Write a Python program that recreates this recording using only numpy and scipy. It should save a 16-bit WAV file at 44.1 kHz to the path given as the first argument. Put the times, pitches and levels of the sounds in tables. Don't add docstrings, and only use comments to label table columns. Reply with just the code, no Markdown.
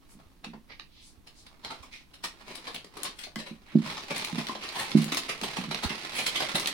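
import sys
import numpy as np
from scipy import signal
from scipy.fft import rfft, irfft, next_fast_len
from scipy.io import wavfile

SR = 44100
rng = np.random.default_rng(int(sys.argv[2]) if len(sys.argv) > 2 else 0)


def pcm_store(signal):
    levels = np.round(np.clip(np.atleast_2d(signal), -1, 1) * 32767)
    wavfile.write(sys.argv[1], SR, levels.astype(np.int16).T)


N = 296793

# frequency in Hz, relative spectral density in dB.
PAPER_SPECTRUM = [(90, -17.5), (160, -5), (330, -2.5), (480, -5), (650, -4), (1100, -2), (1550, -7.5),
                  (2200, -5), (3100, -7.5), (4100, -6), (6900, -17), (10800, -15.5), (12000, -22.5),
                  (16000, -20.5)]
# time in seconds, left-minus-right level in dB.
PAW_PAN = [(0.5, 3), (1.4, -.5), (3.0, 5.7), (4.6, 3), (5.5, 0), (6.7, 0.5)]
# time in seconds, level in dB.
LIVELINESS = [(0, -67), (.65, -76.5), (.9, -80), (1.6, -67.5), (1.75, -58.5), (2.08, -73), (2.35, -64.5),
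              (2.66, -50.5), (2.9, -66.5), (3.05, -45.5), (3.17, -68), (3.62, -70), (3.9, -42), (4.05, -51),
              (4.22, -39.5), (4.52, -48), (5.15, -44), (5.35, -48), (5.52, -42), (5.72, -47), (5.86, -44),
              (6.73, -38.5)]


def amp(db):
    return 10 ** (np.asarray(db) / 20)


def unit(x):
    return x / np.sqrt(np.mean(x ** 2) + 1e-20)


def along(points, hz):
    f, v = np.transpose(points)
    return np.interp(np.log(hz + 1), np.log(f + 1), v)


def at(curve, s):
    return np.interp(s, *np.transpose(curve))


def add(track, s, x):
    start = max(round(s * SR), 0)
    part = x[..., :max(N - start, 0)]
    track[..., start:start + part.shape[-1]] += part


def filtered(x, response):
    size = next_fast_len(x.shape[-1] + 4096)
    spectrum = rfft(x, size) * response(np.fft.rfftfreq(size, 1 / SR))
    return irfft(spectrum, size)[..., :x.shape[-1]]


def minimum_phase(response, size=4096):
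    gain = np.maximum(response(np.fft.rfftfreq(size, 1 / SR)), 1e-6)
    cepstrum = irfft(np.log(gain))
    cepstrum[1:size // 2] *= 2
    cepstrum[size // 2 + 1:] = 0
    return irfft(np.exp(rfft(cepstrum)))


def panned(pan_db):
    return amp(np.outer([.5, -.5], pan_db))


def hump(hz, centre_hz, octaves):
    return np.exp(-.5 * (np.log2((hz + 1) / centre_hz) / octaves) ** 2)


def air(level_db=-58.5):
    # frequency in Hz, relative spectral density in dB.
    still_room = [(25, 6.5), (120, -4.5), (300, -5), (550, -24), (1200, -27), (5500, -28.5), (7500, -32.5),
                  (16000, -28)]
    noise = rng.standard_normal((2, N)) + rng.standard_normal(N)
    return amp(level_db) * panned(-0.53) * unit(filtered(noise, lambda hz: amp(along(still_room, hz))))


def zones(hz, body_hz=1460, fizz_hz=7000):
    body = 1 / (1 + (hz / body_hz) ** 6)
    fizz = 1 - 1 / (1 + (hz / fizz_hz) ** 10)
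    return body, 1 - body - fizz, fizz


def buckles(size, per_s, spread_db, scrape, decay_s=0.0023, common=0.51, lag_samples=10):
    occurs = rng.random(size) < per_s / SR
    energy = occurs * amp(spread_db * np.clip(rng.standard_normal(size), -2, 2)) ** 2
    shaking = np.abs(signal.lfilter([1], [1, -np.exp(-1 / (decay_s * SR))], energy))
    direct = rng.standard_normal(size + lag_samples)
    shared = np.array([direct[lag_samples:], direct[:-lag_samples]])
    noise = rng.standard_normal((2, size)) + common * shared
    return unit(np.sqrt(shaking / shaking.mean() + scrape ** 2) * noise)


def shuffle(body_db=-6, crackle_db=-1, fizz_db=-13, usual_db=-45, body_growth=0.72):
    stir_db = at(LIVELINESS, np.arange(N) / SR) - usual_db
    grains = buckles(N, per_s=470, spread_db=6.5, scrape=0.16)
    out = np.zeros((2, N))
    for k, level in enumerate([body_growth * stir_db + body_db, stir_db + crackle_db, stir_db + fizz_db]):
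        band = unit(filtered(grains, lambda hz: amp(along(PAPER_SPECTRUM, hz)) * zones(hz)[k]))
        out += amp(usual_db + level) * band
    return out * panned(-1)


def swishes(octaves=0.6):
    # time of the crest in seconds, level in dB, 1/e half-width in seconds, band centre in Hz.
    strokes = [(0.12, -59.5, 0.03, 9700), (0.998, -58.5, 0.077, 3800), (1.065, -57.5, 0.047, 7650),
               (1.398, -58, 0.042, 6430), (2.613, -66, 0.15, 5650), (3.072, -58, 0.038, 5800),
               (3.194, -66, 0.044, 10000), (3.711, -54.5, 0.044, 2200)]
    out = np.zeros((2, N))
    t = np.arange(SR // 2) / SR
    for s, db, half_width, centre_hz in strokes:
        start = max(s - t[-1] / 2, 0)
        noise = rng.standard_normal((2, len(t)))
        hiss = filtered(noise, lambda hz: hump(hz, centre_hz, octaves) * amp(along(PAPER_SPECTRUM, hz)))
        swell = np.exp(-((start + t - s) / half_width) ** 2)
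        add(out, start, amp(db) * swell * unit(hiss))
    return out


def thuds(level_db=-1, round_trip_s=.0158, dull_hz=620, delay_s=0.00318, path_spread=0.036, arrivals=5):
    # time in seconds, relative peak in dB, pitch ratio, share kept per echo (capped below).
    heavy_steps = [(.15, -45.5, 0.94, 0.81), (0.466, -35.5, 1, 1), (0.544, -38.5, 1, 0.69),
                   (3.363, -28, 1, 0.67), (3.51, -31.5, 0.99, .6), (3.753, -6, 0.99, 0.64),
                   (3.862, -33.5, .85, 0.92), (4.112, -31.5, .9, 0.7), (4.326, -24.5, 0.87, .85),
                   (4.38, -20, 1, 0.57), (4.95, -4.5, 1, 0.68), (4.994, -19, 1, 0.74),
                   (5.059, -28.5, 0.91, 0.71), (5.423, -30, 1, 0.82), (5.583, -24.5, 0.95, 0.68),
                   (5.638, -33.5, 0.96, 0.91), (5.682, -29, 0.88, 0.78), (5.748, -32.5, 1, 0.43),
                   (5.843, -25, 1, 0.17), (5.903, -30, 0.96, .64), (6.545, -26.5, 0.82, 0.32)]
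    # frequency in Hz, gain in dB.
    floor = [(40, -74.5), (105, -33.5), (150, -6), (220, 1), (290, -8), (360, -10.5), (435, -35.5),
             (620, -30), (1400, -78), (4000, -100)]
    # frequency in Hz, left-minus-right level in dB.
    standing_waves = [(160, -0.5), (225, -4), (290, -4), (400, 9)]
    out = np.zeros(N)
    margin = 1024
    for s, db, pitch, kept in heavy_steps:
        half_gain = lambda hz: amp(along(floor, hz / pitch) / 2)
        boom = filtered(np.pad(minimum_phase(half_gain), (margin, 0)), half_gain)
        boom *= amp(db + level_db) / np.abs(boom).max()
        for k, detour in enumerate(path_spread * rng.standard_normal(arrivals)):
            add(out, s + delay_s - margin / SR + (k + detour) * round_trip_s, boom)
            boom = -min(kept, .9) * filtered(boom, lambda hz: np.exp(-(hz / dull_hz) ** 2))
    return filtered(out, lambda hz: panned(along(standing_waves, hz)))


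def paper_response(body_db, fizz_db, ring_hz=1000, ring_db=0, ripple_db=3.0, points=70):
    def gain(hz):
        body, _, fizz = zones(hz)
        ripple = np.interp(np.sqrt(hz / hz[-1]), np.linspace(0, 1, points), rng.standard_normal(points))
        resonances = ring_db * hump(hz, ring_hz, octaves=0.25) + ripple_db * ripple
        return amp(along(PAPER_SPECTRUM, hz) + body * body_db + fizz * fizz_db + resonances)
    ring = minimum_phase(gain, size=1024)
    return ring / np.linalg.norm(ring)


def steps_and_mouth_click(level_db=-11, lead_s=.05, rise_share=0.034):
    # time in seconds, relative level in dB,
    # body gain in dB, fizz gain in dB, resonance in Hz, 60 dB decay time in seconds.
    bursts = [(.2, -41.5, 11, -2, 1370, 0.047), (.445, -25, -3, -33, 3600, 0.058),
              (0.537, -33.5, 12, -15, 1870, 0.073), (0.701, -36, -1, -51, 2000, 0.15),
              (.722, -37, -12, -50, 2040, 0.13), (.796, -37.5, -16, -18, 4370, 0.084),
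              (1.273, -35.5, -6, -1, 4270, 0.089), (1.467, -37.5, -6, -2.5, 4200, 0.074),
              (1.649, -29, 1.5, -9, 4200, .26), (1.707, -25.5, -2, -9.5, 760, 0.15),
              (1.832, -34.5, -3.5, -2.5, 1120, 0.12), (1.931, -31.5, -19, -7.5, 2190, .23),
              (2.139, -37.5, -7, -0.5, 3400, 0.093), (2.241, -19, -9.5, -0.5, 1160, 0.12),
              (2.482, -30.5, 2.5, -1.5, 2400, 0.36), (2.554, -28.5, -17, 0.5, 4660, 0.058),
              (2.676, -23.5, 5.5, -5.5, 3820, 0.13), (2.747, -20, -4.5, 3.5, 3800, 0.06),
              (2.846, -31.5, -1, 0, 4600, 0.034), (2.971, -23.5, 2.5, 1.5, 980, 0.051),
              (3.055, -20.5, -10, -8, 1010, 0.11), (3.191, -33.5, -13, 0, 1650, 0.27),
              (3.238, -25, -10, -3.5, 5000, 0.081), (3.269, -32, 1, -12, 624, 0.046),
              (3.392, -25, -5.5, -5, 570, 0.13), (3.468, -31.5, 1, -5, 2050, 0.19),
              (3.862, -27, -3.5, -4, 1130, 0.29), (3.903, -21.5, -1.5, -6, 3980, 0.047),
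              (3.971, -20, -7.5, -12, 1020, 0.092), (4.107, -17.5, 0, -5.5, 2240, 0.099),
              (4.165, -21.5, -7.5, -5, 2240, 0.2), (4.248, -14.5, -16, 2.5, 2380, 0.026),
              (4.384, -21.5, -8.5, -5.5, 726, 0.19), (4.495, -15.5, 7, -13, 1090, 0.022),
              (4.553, -26.5, 19, -20, 990, 0.095), (4.629, -28, -13, -10.5, 1040, 0.45),
              (4.761, -22, -3, -3, 890, 0.43), (4.794, -19.5, -3, 1, 2230, 0.25),
              (4.917, -27, -5, -14, 3800, 0.053), (4.974, -22.5, -11.5, -2.5, 1020, 0.16),
              (5.018, -16.5, -4, 3, 4100, 0.052), (5.122, -15.5, -3, -0.5, 2560, 0.087),
              (5.172, -9.5, -5, 3, 3700, 0.053), (5.293, -17.5, -3.5, -2.5, 2320, 0.14),
              (5.436, -16.5, 4.5, 4.5, 3320, 0.1), (5.571, -20.5, 3.5, -2, 2370, 0.094),
              (5.639, -19.5, 2.5, -8, 2480, 0.041), (5.714, -16.5, -4, -7.5, 940, 0.072),
              (5.746, -14, 3, -4, 726, 0.027), (5.837, -16.5, -2.5, -2, 840, 0.13),
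              (5.899, -21.5, 0, -8, 2680, 0.18), (6.163, -21, -16, 3.5, 2310, 0.4),
              (6.188, -17.5, -2, -1, 2300, 0.17), (6.266, -13.5, -12.5, 1.5, 3860, 0.1),
              (6.358, -15.5, -10.5, -3, 3270, .14), (6.405, -15, -1, -4, 610, .12),
              (6.424, -14, -4, -17, 584, 0.033), (6.556, -9, -2, 0.5, 650, 0.068),
              (6.599, -20.5, -16, 10, 3550, 0.091), (6.673, -8.5, -16, 2.5, 3820, 0.031)]
    out = np.zeros((2, N))
    t = np.arange(SR // 3) / SR - lead_s
    for s, db, body, fizz, ring_hz, t60 in bursts + patter():
        rise = np.exp(np.minimum(t, 0) / (rise_share * t60))
        decay = amp(-60 * np.maximum(t, 0) / t60)
        burst = rise * decay * buckles(len(t), per_s=900, spread_db=3.5, scrape=0.28)
        ring_db = 6.5 - 1.4 * np.log2(ring_hz / 1600)
        colour = paper_response(body, fizz, ring_hz, ring_db)
        place = panned(at(PAW_PAN, s) + 0.083 * fizz)
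        add(out, s - lead_s, amp(db + level_db) * place * signal.fftconvolve(burst, colour[None]))
    return out


def patter(count=40, per_s=5, offset_db=16, spread_db=2.5, t60=.05, low_hz=800, high_hz=4200):
    gaps, forces, patches = rng.random((count, 3)).T
    times = np.cumsum(.3 + 1.4 * gaps) / per_s
    rows = []
    for s, force, patch in zip(times, forces, patches):
        if s < N / SR:
            db = at(LIVELINESS, s) + offset_db + spread_db * (2 * force - 1)
            ring_hz = low_hz * (high_hz / low_hz) ** patch
            rows.append((s, db, 0, 0, ring_hz, t60))
    return rows


def snaps(level_db=-3, attack_s=0.00015, t60=.014):
    # start in seconds, relative level in dB, brightness in dB.
    creases = [(.445, -28.5, -2.5), (0.797, -29, -12), (1.648, -24.5, -2), (2.556, -30.5, 12),
               (2.67, -28, -10), (2.762, -25, -9), (2.971, -44, 7), (3.0326, -19.5, 13.5), (3.19, -35.5, 6),
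               (3.358, -25.5, 3), (4.083, -30.5, -3), (4.162, -25, 9), (4.18, -25.5, 16), (4.469, -22, -4),
               (4.486, -22.5, -6), (4.556, -28.5, -11), (4.689, -24, -3), (4.917, -23, -4),
               (5.043, -22, 10.5), (5.146, -17.5, 7), (5.414, -20.5, -1.5), (5.569, -26.5, -5),
               (5.746, -18, -3), (6.2643, -26.5, -25.5), (6.597, -20, 2), (6.659, -16, -3)]
    out = np.zeros((2, N))
    t = np.arange(SR // 20) / SR
    flip = amp(-60 * t / t60) * (1 - np.exp(-t / attack_s))
    for s, db, bright in creases:
        crack = flip * unit(0.35 * rng.standard_normal(len(t)) + rng.standard_normal((2, len(t))))
        patch = paper_response(body_db=-10 - 0.19 * bright, fizz_db=-4 + bright)
        place = panned(0.5 + at(PAW_PAN, s) + 0.43 * bright)
        add(out, s, amp(db + level_db) * place * signal.fftconvolve(crack, patch[None]))
    return out


def bumps(level_db=1, ring_hz=74, swell_s=0.0084):
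    # start in seconds, relative peak in dB.
    jolts = [(1.176, -51), (1.799, -48), (5.852, -30.5)]
    out = np.zeros(N)
    t = np.arange(SR // 8) / SR
    envelope = (t / swell_s * np.exp(1 - t / swell_s)) ** 2
    for s, db in jolts:
        add(out, s, amp(db + level_db) * envelope * np.sin(2 * np.pi * ring_hz * t))
    return out * panned(-10)


def taps(level_db=-6, spread_db=2, attack_s=0.0008):
    # start in seconds, relative level in dB.
    claw_strikes = [(3.359, -31)]
    # frequency in Hz, relative level in dB, 60 dB decay time in seconds.
    wood_modes = [(717, -11, 0.089), (1098, -1, 0.074), (1610, 3, 0.03), (2040, 1.5, 0.073),
                  (3000, -5, 0.073), (3871, -3, 0.015)]
    out = np.zeros((2, N))
    t = np.arange(SR // 6) / SR
    rise = 1 - np.exp(-t / attack_s)
    for s, db in claw_strikes:
        for hz, mode_db, t60 in wood_modes:
            start_db = db + level_db + mode_db + spread_db * rng.standard_normal((2, 1))
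            add(out, s, rise * amp(start_db - 60 * t / t60) * np.sin(2 * np.pi * hz * t))
    return out * panned(3)


def room(x, gap_s=.004, segments=24):
    # frequency in Hz, reverberation time in seconds.
    decay_times = [(200, 0.36), (800, 0.16), (2500, 0.23), (6000, 0.2), (14000, 0.14)]
    out = np.zeros((2, N))
    edges = np.linspace(0, N, segments + 1).astype(int)
    for a, b in zip(edges, edges[1:]):
        hz, t, noise = signal.stft(rng.standard_normal((2, SR // 2)), SR, nperseg=256)
        decay = amp(-60 * t / along(decay_times, hz)[:, None])
        _, tail = signal.istft(noise * decay, SR, nperseg=256)
        tail /= np.linalg.norm(tail[0])
        add(out, a / SR + gap_s, signal.fftconvolve(x[:, a:b], tail, axes=1))
    return out


def close_microphones(x, apart_hz=650):
    angle = lambda hz: np.pi / 4 * hz / np.hypot(hz, apart_hz)
    mid = filtered(x[0] + x[1], lambda hz: np.cos(angle(hz)))
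    side = filtered(x[0] - x[1], lambda hz: np.sin(angle(hz)))
    return np.array([mid + side, mid - side]) / np.sqrt(2)


def scene(pen_wet_db=-3, floor_wet_db=-18):
    pen = steps_and_mouth_click() + snaps() + shuffle() + swishes() + taps()
    floor = thuds()
    reverberation = room(amp(pen_wet_db) * pen + amp(floor_wet_db) * floor)
    return close_microphones(pen + reverberation) + floor + bumps() + air()


def record(dry, shelf_db=-4, shelf_hz=11500, top_hz=16000):
    # frequency in Hz, left-minus-right sensitivity in dB.
    imbalance = [(200, -2), (500, 0.5), (1200, -3.5), (2200, -5.5), (4000, -1.5), (8000, 3), (13000, 0)]
    tilted = filtered(dry, lambda hz: panned(along(imbalance, hz)))
    return filtered(tilted, lambda hz: amp(shelf_db * (hz > shelf_hz)) * (hz < top_hz))


dry = scene()
out = record(dry)
pcm_store(out)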